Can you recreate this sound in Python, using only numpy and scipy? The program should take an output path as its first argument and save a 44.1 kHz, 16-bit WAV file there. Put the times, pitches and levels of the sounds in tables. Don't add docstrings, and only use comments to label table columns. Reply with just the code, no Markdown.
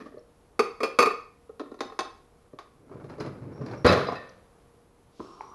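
import sys
import numpy as np
from scipy import signal
from scipy.fft import rfft, irfft
from scipy.io import wavfile

SR = 44100
rng = np.random.default_rng(int(sys.argv[2]) if len(sys.argv) > 2 else 0)


def store_pcm(level_fs):
    pcm = np.round(np.clip(level_fs, -1, 1) * 32767).astype(np.int16)
    wavfile.write(sys.argv[1], SR, np.atleast_2d(pcm).T)


N = 244314

# t/s, level/dB, low modes/dB, treble modes/dB, free ringing/s
FIRST_KNOCKS = [(0.002, -41, -18, -5, 0.025), (0.593, -12.5, 8, 3, 0.017), (0.622, -29, 4, -1, 0.0048),
                (0.639, -36, 0, 0, 0.022), (0.804, -21, 4, -8.5, 0.041), (0.832, -15.5, 6.5, 3.5, 0.035),
                (0.988, -4.5, 2, 1, 0.011), (1.002, -12, 2.5, 2.5, 0.012), (1.017, -13, 1, -2, 0.026),
                (1.025, -9, -1, -1, 0.014), (1.057, -15, 4.5, -1, 0.035), (1.068, -15, 1, -4.5, 0.0094),
                (1.104, -18, -14, -24.5, 0.014), (1.114, -33, 9, -8, 0.011)]
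# f/Hz, level/dB, T60/s
FIRST_MODES = [(233.7, -9.5, 0.05), (407, -6, 0.12), (439.4, -1.5, 0.14), (481, 2.5, 0.038),
               (710, -6, 0.034), (781, -14, 0.037), (983, -10.5, .05), (1090, -4, 0.1), (1162, -1.5, 0.098),
               (1232, 3.5, 0.056), (1436, -9, 0.02), (1786, -26.5, 0.5), (1897, -8.5, 0.014),
               (2210, -8, 0.054), (2420, -10.5, 0.2), (2528, -10.5, 0.18), (2664, -11.5, 0.096),
               (3325, -18.5, 0.086), (3850, -21, 0.052), (4425, -15.5, 0.052), (4535, -12.5, .09),
               (5063, -15, 0.069), (6070, -26, 0.13), (6370, -24.5, 0.098), (6900, -29, 0.065),
               (7500, -27.5, .1), (8650, -28.5, 0.12), (8730, -30, 0.098), (9180, -28, 0.078),
               (10650, -23, 0.055), (11300, -28.5, 0.021), (12010, -22.5, .04)]
# t/s, level/dB, low modes/dB, treble modes/dB, free ringing/s
SECOND_KNOCKS = [(1.494, -42, 12.5, -29, 0.022), (1.596, -31, 10.5, -1, 0.021),
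                 (1.603, -36, 16.5, -14, 0.017), (1.613, -38, 17, -7.5, 0.028), (1.659, -43, 8, -22, 0.021),
                 (1.716, -37.5, 12.5, -12, 0.036), (1.742, -41, 9.5, -6, 0.034), (1.79, -43, 9, -2, 0.012),
                 (1.806, -22, 7, 3, 0.042), (1.849, -43, 16, 4, 0.019), (1.899, -37, 3.5, -9.5, 0.021),
                 (1.922, -37.5, 5.5, -10, 0.025), (1.99, -18.5, -4, 2.5, 0.01), (2.005, -23, 1.5, 0, 0.005),
                 (2.014, -27, -5, -7, 0.0097), (2.049, -34, 0, -11, 0.023), (2.068, -38, -1, -9, 0.0195)]
# f/Hz, level/dB, T60/s
SECOND_MODES = [(217, -12, 0.051), (282, -4.5, 0.064), (386, -0.5, 0.033), (450, 1, 0.036),
                (604, -4.5, 0.022), (753, -2.5, 0.045), (799, -6, 0.11), (1074, 3, 0.039),
                (1272, -3, 0.046), (1330, -7, 0.042), (1394, -7, 0.039), (1830, -12, 0.053),
                (2210, -12, 0.02), (2610, -12, 0.041), (3293, -16, 0.037), (3520, -16.5, 0.055),
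                (3670, -11.5, 0.054), (3970, -7, 0.024), (4514, -11.5, 0.034), (5100, -14.5, 0.054),
                (6040, -17, 0.064), (6470, -23, 0.081), (6990, -21.5, 0.065), (8700, -23, 0.037),
                (9200, -28, 0.058), (10900, -29, 0.028)]
# t/s, level/dB, low modes/dB, treble modes/dB
DRAWER_KNOCKS = [(0.059, -33, 1, -4), (0.121, -43, 9, -19), (0.141, -43.5, 18.5, -15),
                 (0.17, -39, 15.5, -10), (2.533, -33.5, 13, -14), (2.588, -25.5, -8.5, 2.5),
                 (2.913, -29.5, 4, -24), (2.954, -36, 12.5, -32), (3.044, -31.5, 6, -3),
                 (3.096, -32, -1, 3.5), (3.182, -31.5, 9, -2), (3.205, -27, 10, 11.5),
                 (3.262, -26.5, 8.5, 4), (3.614, -27.5, 1, -7.5), (3.662, -27.5, 2, 3.5),
                 (3.713, -29.5, -6, 5.5), (3.848, 0.5, 4, -7), (3.865, -4, 3.5, 5.5), (3.896, -11, 10, -1),
                 (3.924, -8, 6, 6.5), (3.974, -18.5, 7, 5), (4.085, -5.5, -4, -22), (4.122, -10, -4, -11),
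                 (4.154, -27.5, -5, 2), (5.196, -30, 2.5, -4), (5.244, -38.5, 8.5, 0),
                 (5.414, -33, -10, 1.5)]
# f/Hz, level/dB, T60/s
DRAWER_MODES = [(92, -15.5, 0.05), (138, -7, 0.04), (277, 0, 0.036), (400, 2, 0.046), (480.3, -2, 0.089),
                (599, -5, 0.082), (686, -2, 0.054), (830, -8, 0.035), (1010, -8, 0.11), (1141, 2.5, 0.034),
                (1270, -8.5, 0.035), (1390, -37, 0.029), (1826, -20.5, 0.072), (2230, -34, .04),
                (2400, -17, 0.022), (3200, -45.5, 0.01), (4113, -16, 0.04), (4330, -24.5, 0.036),
                (4630, -19.5, 0.017), (6320, -24, 0.027), (7000, -42.5, .03), (10420, -29, 0.06)]
# t/s, level/dB, low modes/dB, treble modes/dB, free ringing/s
BOWL_KNOCKS = [(3.874, -30.5, -4, 6.5, 0.0068), (3.888, -26, -4, 2.5, 0.018), (4.07, -51, 0, 10.5, 0.03),
               (4.155, -37.5, 4, -9, 0.44)]
# f/Hz, level/dB, T60/s
BOWL_MODES = [(1795, -2.5, 0.45), (1880, -4, .35), (2590, 3.5, 0.13), (3610, -9, .08), (3990, 1, 0.13),
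              (4600, -10, 0.13), (4930, -4.5, .12), (5270, -13, 0.086)]
# f/Hz, relative density/dB
CRACK_SPECTRUM = [(100, -25.5), (300, 3.5), (1200, 3), (2500, -9), (3000, -14.5), (5000, -12),
                  (7500, -26.5), (8200, -36), (10700, -28.5), (11800, -33.5), (13000, -57.5)]
TREBLE_SHARE = 0.7

# t/s, f/Hz, level/dB, T60/s
CABINET_BOOMS = [(3.849, 90.6, -16.5, .3), (3.847, 104.5, -19.5, 0.11)]

# f/Hz, relative density/dB
RATTLE_SPECTRUM = [(35, -44.5), (60, -11.5), (128, -1.5), (365, -17), (488, -0.5), (910, -20.5),
                   (1190, -9.5), (2590, -23), (2900, -28.5), (3880, -22.5), (7910, -52.5), (10800, -57),
                   (12400, -48), (16100, -89), (22000, -120)]
BANG_S = 3.845
JUMP_DB, JUMP_HOLD_S, JUMP_FADE_DB_PER_S = -21, 0.067, 301.5
SETTLE_DB, SETTLE_HOLD_S, SETTLE_FADE_DB_PER_S = -31.5, 0.18, 85.5

# t/s, level/dB
ROLL_SHUT = [(2.7, -72.5), (2.83, -57.5), (2.93, -46), (3.16, -48), (3.35, -48.5), (3.46, -41.5),
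             (3.53, -43), (3.7, -41), (3.76, -41), (3.83, -45)]
# t/s, hold/s, rumble level/dB, scraping level/dB
LURCHES = [(3.084, .02, -58.5, -52.5), (3.189, .025, -40, -45), (3.243, .025, -45, -49),
           (3.595, .015, -39, -53.5), (3.675, .05, -48, -47.5)]
LURCH_ATTACK_S, LURCH_FADE_DB_PER_S = 0.013, 300.5
# f/Hz, relative density/dB
RUMBLE_SPECTRUM = [(18, -36), (30, -18.5), (86, 2.5), (135, 8), (189, -2), (279, 3), (485, -4), (600, -7),
                   (780, -38.5), (1320, -120)]
# f/Hz, relative density/dB
SCRAPE_SPECTRUM = [(180, -35.5), (300, -4.5), (897, -10), (1380, -12.5), (1990, -24), (2200, -21),
                   (3100, -35.5), (4880, -35), (9000, -52.5), (11700, -82), (19800, -120)]
SCRAPE_UNDER_DB = -11
# f/Hz, bandwidth/Hz
PULL_BANDS = [(380, 135), (1120, 310)]
SLIDE_DB = (-60, -54.5)
PULL_S, JERK_DB, JERK_FADE_DB_PER_S = 5.195, -39, 255

# t/s, hold/s, first f/Hz, last f/Hz, level/dB, noise width/Hz
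SQUEAKS = [(3.52, 0.29, 5540, 5550, -70, 170), (5.201, .31, 5310, 5780, -71.5, 60)]
SQUEAK_ATTACK_S, SQUEAK_FADE_DB_PER_S = 0.03, 298.5

# t/s, level/dB
DRAGS = [(0.0, -41), (0.058, -50), (0.12, -58), (0.165, -60.5)]
DRAG_ATTACK_S, DRAG_HOLD_S, DRAG_FADE_DB_PER_S = 0.0035, 0.0086, 300
# f/Hz, relative density/dB
DRAG_SPECTRUM = [(88, -49), (150, -16), (254, 0.5), (356, -2.5), (845, -27.5), (1240, -14), (1540, -26),
                 (1770, -13), (2300, -33.5), (6000, -37), (7800, -70), (13200, -120)]
RUSTLE_S, RUSTLE_DB, RUSTLE_ATTACK_S, RUSTLE_FADE_DB_PER_S = 5.1, -63.5, 0.13, 33

# t/s, envelope peak level/dB, f/Hz, fade time constant/s
TICKS = [(0.182, -58, 4330, 0.00085), (0.193, -57.5, 5470, .001), (2.588, -41.5, 3610, 0.00051),
         (3.041, -63, 3600, .001), (3.201, -38, 5000, 0.00056), (3.663, -49, 4780, 0.00096),
         (4.293, -48, 5800, 0.00051), (4.298, -45, 4680, 0.00026), (5.203, -31, 1023, 0.0011),
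         (5.408, -27, 904, 0.0013), (5.408, -40, 2190, 0.00073)]

# f/Hz, T60/s
ROOM_T60 = [(60, 0.14), (300, 0.38), (1000, 0.42), (4000, 0.44), (12000, .25)]
ROOM_DB, ROOM_RISE_S = -12, 0.015

# f/Hz, rms level/dB about which each wavers
HUM = [(236.9, -83.5), (296.1, -80), (414.5, -78.5), (473.7, -68), (710.6, -79.5)]
# f/Hz, relative density/dB
AIR_SPECTRUM = [(15, -19.5), (25, -3), (60, -4), (160, -7.5), (300, -11), (480, -10.5), (600, -14.5),
                (1150, -17), (1600, -25), (2800, -30.5), (7000, -35), (9500, -36), (10800, -30),
                (12500, -40)]
AIR_DB = -61
CUTOFF_HZ = 12500


def struck(knocks, modes, level_db, crack_db, chatter_s, low_cut_hz, vary_db, held_db=0):
    t = np.arange(SR // 2) / SR
    hz, mode_db, t60 = np.transpose(modes)
    bank = amp(-60 * t / t60[:, None]) * np.sin(2 * np.pi * hz[:, None] * t)
    group = np.searchsorted([650, 2000, 3000], hz)
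    sign = (-1) ** np.arange(len(hz))
    noise = colour(rng.standard_normal(N), CRACK_SPECTRUM)
    out = np.zeros(N + len(t))
    for s, knock_db, low_db, treble_db, *free_s in knocks:
        share_db = np.array([low_db, 0, TREBLE_SHARE * treble_db, treble_db])[group]
        strength_db = level_db + mode_db + share_db + rng.normal(0, vary_db, len(hz))
        sound = (sign * amp(strength_db)) @ bank
        contacts = rng.random(2000) < 900 / SR
        chatter = 0.29 * rng.standard_normal(2000) * contacts * np.exp(-t[:2000] / chatter_s)
        chatter[0] = 1
        sound = signal.fftconvolve(sound, chatter)[:len(t)]
        crack_gain = amp(crack_db + treble_db) * np.exp(-t / (1.74 * chatter_s))
        sound += crack_gain * np.roll(noise, rng.integers(N))[:len(t)]
        if free_s:
            sound *= amp(held_db * np.clip((t - free_s[0]) / 0.012, 0, 1))
        i = round(s * SR)
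        out[i:i + len(t)] += amp(knock_db) * sound
    return highpass(out[:N], low_cut_hz)


def boom():
    out = np.zeros(N)
    for s, hz, level_db, t60 in CABINET_BOOMS:
        t = np.maximum(np.arange(N) / SR - s, 0)
        out += amp(level_db - 60 * t / t60) * np.sin(2 * np.pi * hz * t)
    return out


def rattle():
    jump = stroke(BANG_S, JUMP_DB, 0.0026, JUMP_HOLD_S, JUMP_FADE_DB_PER_S)
    settle = stroke(BANG_S, SETTLE_DB, 0.0025, SETTLE_HOLD_S, SETTLE_FADE_DB_PER_S)
    contacts = grains(350, 1.2)
    rung = np.zeros(N)
    for k, (hz, mode_db, t60) in enumerate(DRAWER_MODES):
        rung += (-1) ** k * amp(mode_db) * ring(contacts, hz, t60)
    bare = colour(grains(2500, 2.2), RATTLE_SPECTRUM)
    return (jump + settle) * (bare + 0.5 * rms_one(rung))


def drawer_roll():
    s, roll_db = np.transpose(ROLL_SHUT)
    roll = amp(np.interp(np.arange(N) / SR, s, roll_db, -120, -120))
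    rumble_lurch, scrape_lurch = np.zeros(N), np.zeros(N)
    for s, hold_s, rumble_db, scrape_db in LURCHES:
        rumble_lurch += stroke(s, rumble_db, LURCH_ATTACK_S, hold_s, LURCH_FADE_DB_PER_S)
        scrape_lurch += stroke(s, scrape_db, LURCH_ATTACK_S, hold_s, LURCH_FADE_DB_PER_S)
    rumble = colour(rng.standard_normal(N), RUMBLE_SPECTRUM)
    rumble = rumble * (roll + rumble_lurch) * amp(1.1 * drift(21))
    scrape = colour(grains(1300, 2.3), SCRAPE_SPECTRUM)
    scrape = scrape * (amp(SCRAPE_UNDER_DB) * roll + scrape_lurch) * amp(2.1 * drift(25))
    return rumble + scrape


def drawer_pull():
    catches = grains(2500, 1.8)
    low, high = [stroke(PULL_S, db, 0.0074, 1, 0) * amp(1.8 * drift(18)) for db in SLIDE_DB]
    low = low + stroke(PULL_S, JERK_DB, 0.0043, 0.0072, JERK_FADE_DB_PER_S)
    out = np.zeros(N)
    for (hz, width_hz), gain in zip(PULL_BANDS, (low, high)):
        t60 = np.log(1000) / (np.pi * width_hz)
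        band = ring(ring(catches, hz, t60), hz, t60)
        out += gain * rms_one(band)
    return out


def squeak():
    out, t = np.zeros(N), np.arange(N) / SR
    for s, hold_s, first_hz, last_hz, level_db, width_hz in SQUEAKS:
        pitch_hz = np.interp(t, [s, s + hold_s], [first_hz, last_hz])
        phase = 2 * np.pi * np.cumsum(pitch_hz) / SR
        gain = stroke(s, level_db, SQUEAK_ATTACK_S, hold_s, SQUEAK_FADE_DB_PER_S)
        gain = gain * amp(3.0 * drift(21))
        out += gain * (drift(width_hz) * np.sin(phase) + drift(width_hz) * np.cos(phase))
    return out


def handling():
    drags = sum(stroke(s, db, DRAG_ATTACK_S, DRAG_HOLD_S, DRAG_FADE_DB_PER_S) for s, db in DRAGS)
    bright = bandpass(rng.standard_normal(N), 2500, 6000)
    rustle = stroke(RUSTLE_S, RUSTLE_DB, RUSTLE_ATTACK_S, 0, RUSTLE_FADE_DB_PER_S)
    return drags * colour(grains(1800, 1.6), DRAG_SPECTRUM) + rustle * rms_one(bright)


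def ticks():
    out, t = np.zeros(N), np.arange(800) / SR
    for s, peak_db, hz, fade_s in TICKS:
        i = round(s * SR)
        envelope = np.e * t / fade_s * np.exp(-t / fade_s)
        out[i:i + 800] += amp(peak_db) * envelope * np.sin(2 * np.pi * hz * t)
    return out


def kitchen(x):
    t, tail = np.arange(SR) / SR, np.zeros(SR)
    edges = 50 * 2 ** np.arange(0, 8.5)
    for low, high in zip(edges, edges[1:]):
        band = bandpass(rng.standard_normal(SR), low, high)
        tail += band * amp(-60 * t / at_hz(ROOM_T60, np.sqrt(low * high)))
    tail = tail * (1 - np.exp(-(t / ROOM_RISE_S) ** 2))
    return signal.fftconvolve(x, tail / np.sqrt(np.sum(tail ** 2)))[:N]


def background():
    t, hum = np.arange(N) / SR, np.zeros(N)
    for hz, rms_db in HUM:
        height = amp(rms_db + 3.0 + 1.5 * drift(1.4))
        hum += height * np.sin(2 * np.pi * (hz * t + rng.random()))
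    swell_db = 0.8 * drift(3)
    return hum + amp(AIR_DB + swell_db) * colour(rng.standard_normal(N), AIR_SPECTRUM)


def stroke(start_s, level_db, attack_s, hold_s, fade_db_per_s):
    t = np.arange(N) / SR - start_s
    fade_db = fade_db_per_s * np.maximum(t - attack_s - hold_s, 0)
    return np.clip(t / attack_s, 0, 1) * amp(level_db - fade_db)


def ring(clicks, hz, t60):
    r, w = amp(-60 / (t60 * SR)), 2 * np.pi * hz / SR
    return signal.lfilter([0, np.sin(w)], [1, -2 * r * np.cos(w), r * r], clicks + 1e-18)


def grains(per_s, spread_db):
    sizes = amp(spread_db * np.minimum(rng.exponential(1, N), 4)) * rng.choice([-1, 1], N)
    return sizes * (rng.random(N) < per_s / SR)


def drift(rate_hz):
    r = np.exp(-2 * np.pi * rate_hz / SR)
    slow = signal.lfilter([1], [1, -2 * r, r * r], rng.standard_normal(N + SR))
    return rms_one(slow[SR:])


def colour(x, spectrum):
    gain = amp(at_hz(spectrum, np.fft.rfftfreq(N, 1 / SR)))
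    return rms_one(irfft(rfft(x) * gain, N))


def at_hz(points, hz):
    f, v = np.transpose(points)
    return np.interp(np.log(np.maximum(hz, 1)), np.log(f), v)


def bandpass(x, low_hz, high_hz):
    return signal.sosfilt(signal.butter(2, [low_hz, high_hz], "band", fs=SR, output="sos"), x)


def highpass(x, hz):
    return signal.sosfilt(signal.butter(2, hz, "high", fs=SR, output="sos"), x)


def rms_one(x):
    return x / np.sqrt(np.mean(x ** 2) + 1e-20)


def amp(db):
    return 10 ** (np.asarray(db) / 20)


def scene():
    dishes = struck(FIRST_KNOCKS, FIRST_MODES, level_db=-9.0, crack_db=-14, chatter_s=0.012,
                    low_cut_hz=130, vary_db=0.83, held_db=-17)
    dishes += struck(SECOND_KNOCKS, SECOND_MODES, level_db=-9.5, crack_db=-11.0, chatter_s=0.0096,
                     low_cut_hz=170, vary_db=3.24, held_db=-15)
    drawer = struck(DRAWER_KNOCKS, DRAWER_MODES, level_db=-18.0, crack_db=-20.5, chatter_s=0.012,
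                    low_cut_hz=42, vary_db=2.9)
    bowl = struck(BOWL_KNOCKS, BOWL_MODES, level_db=-4.0, crack_db=-17.5, chatter_s=0.0078,
                  low_cut_hz=900, vary_db=1.2, held_db=-11.5)
    near = dishes + drawer + bowl + boom() + rattle()
    near += drawer_roll() + drawer_pull() + squeak() + handling() + ticks()
    near = highpass(near, 65)
    return (near + amp(ROOM_DB) * kitchen(near) + background())[None]


def record(dry):
    return signal.sosfilt(signal.cheby2(16, 50, CUTOFF_HZ, fs=SR, output="sos"), dry)


dry = scene()
out = record(dry)
store_pcm(out)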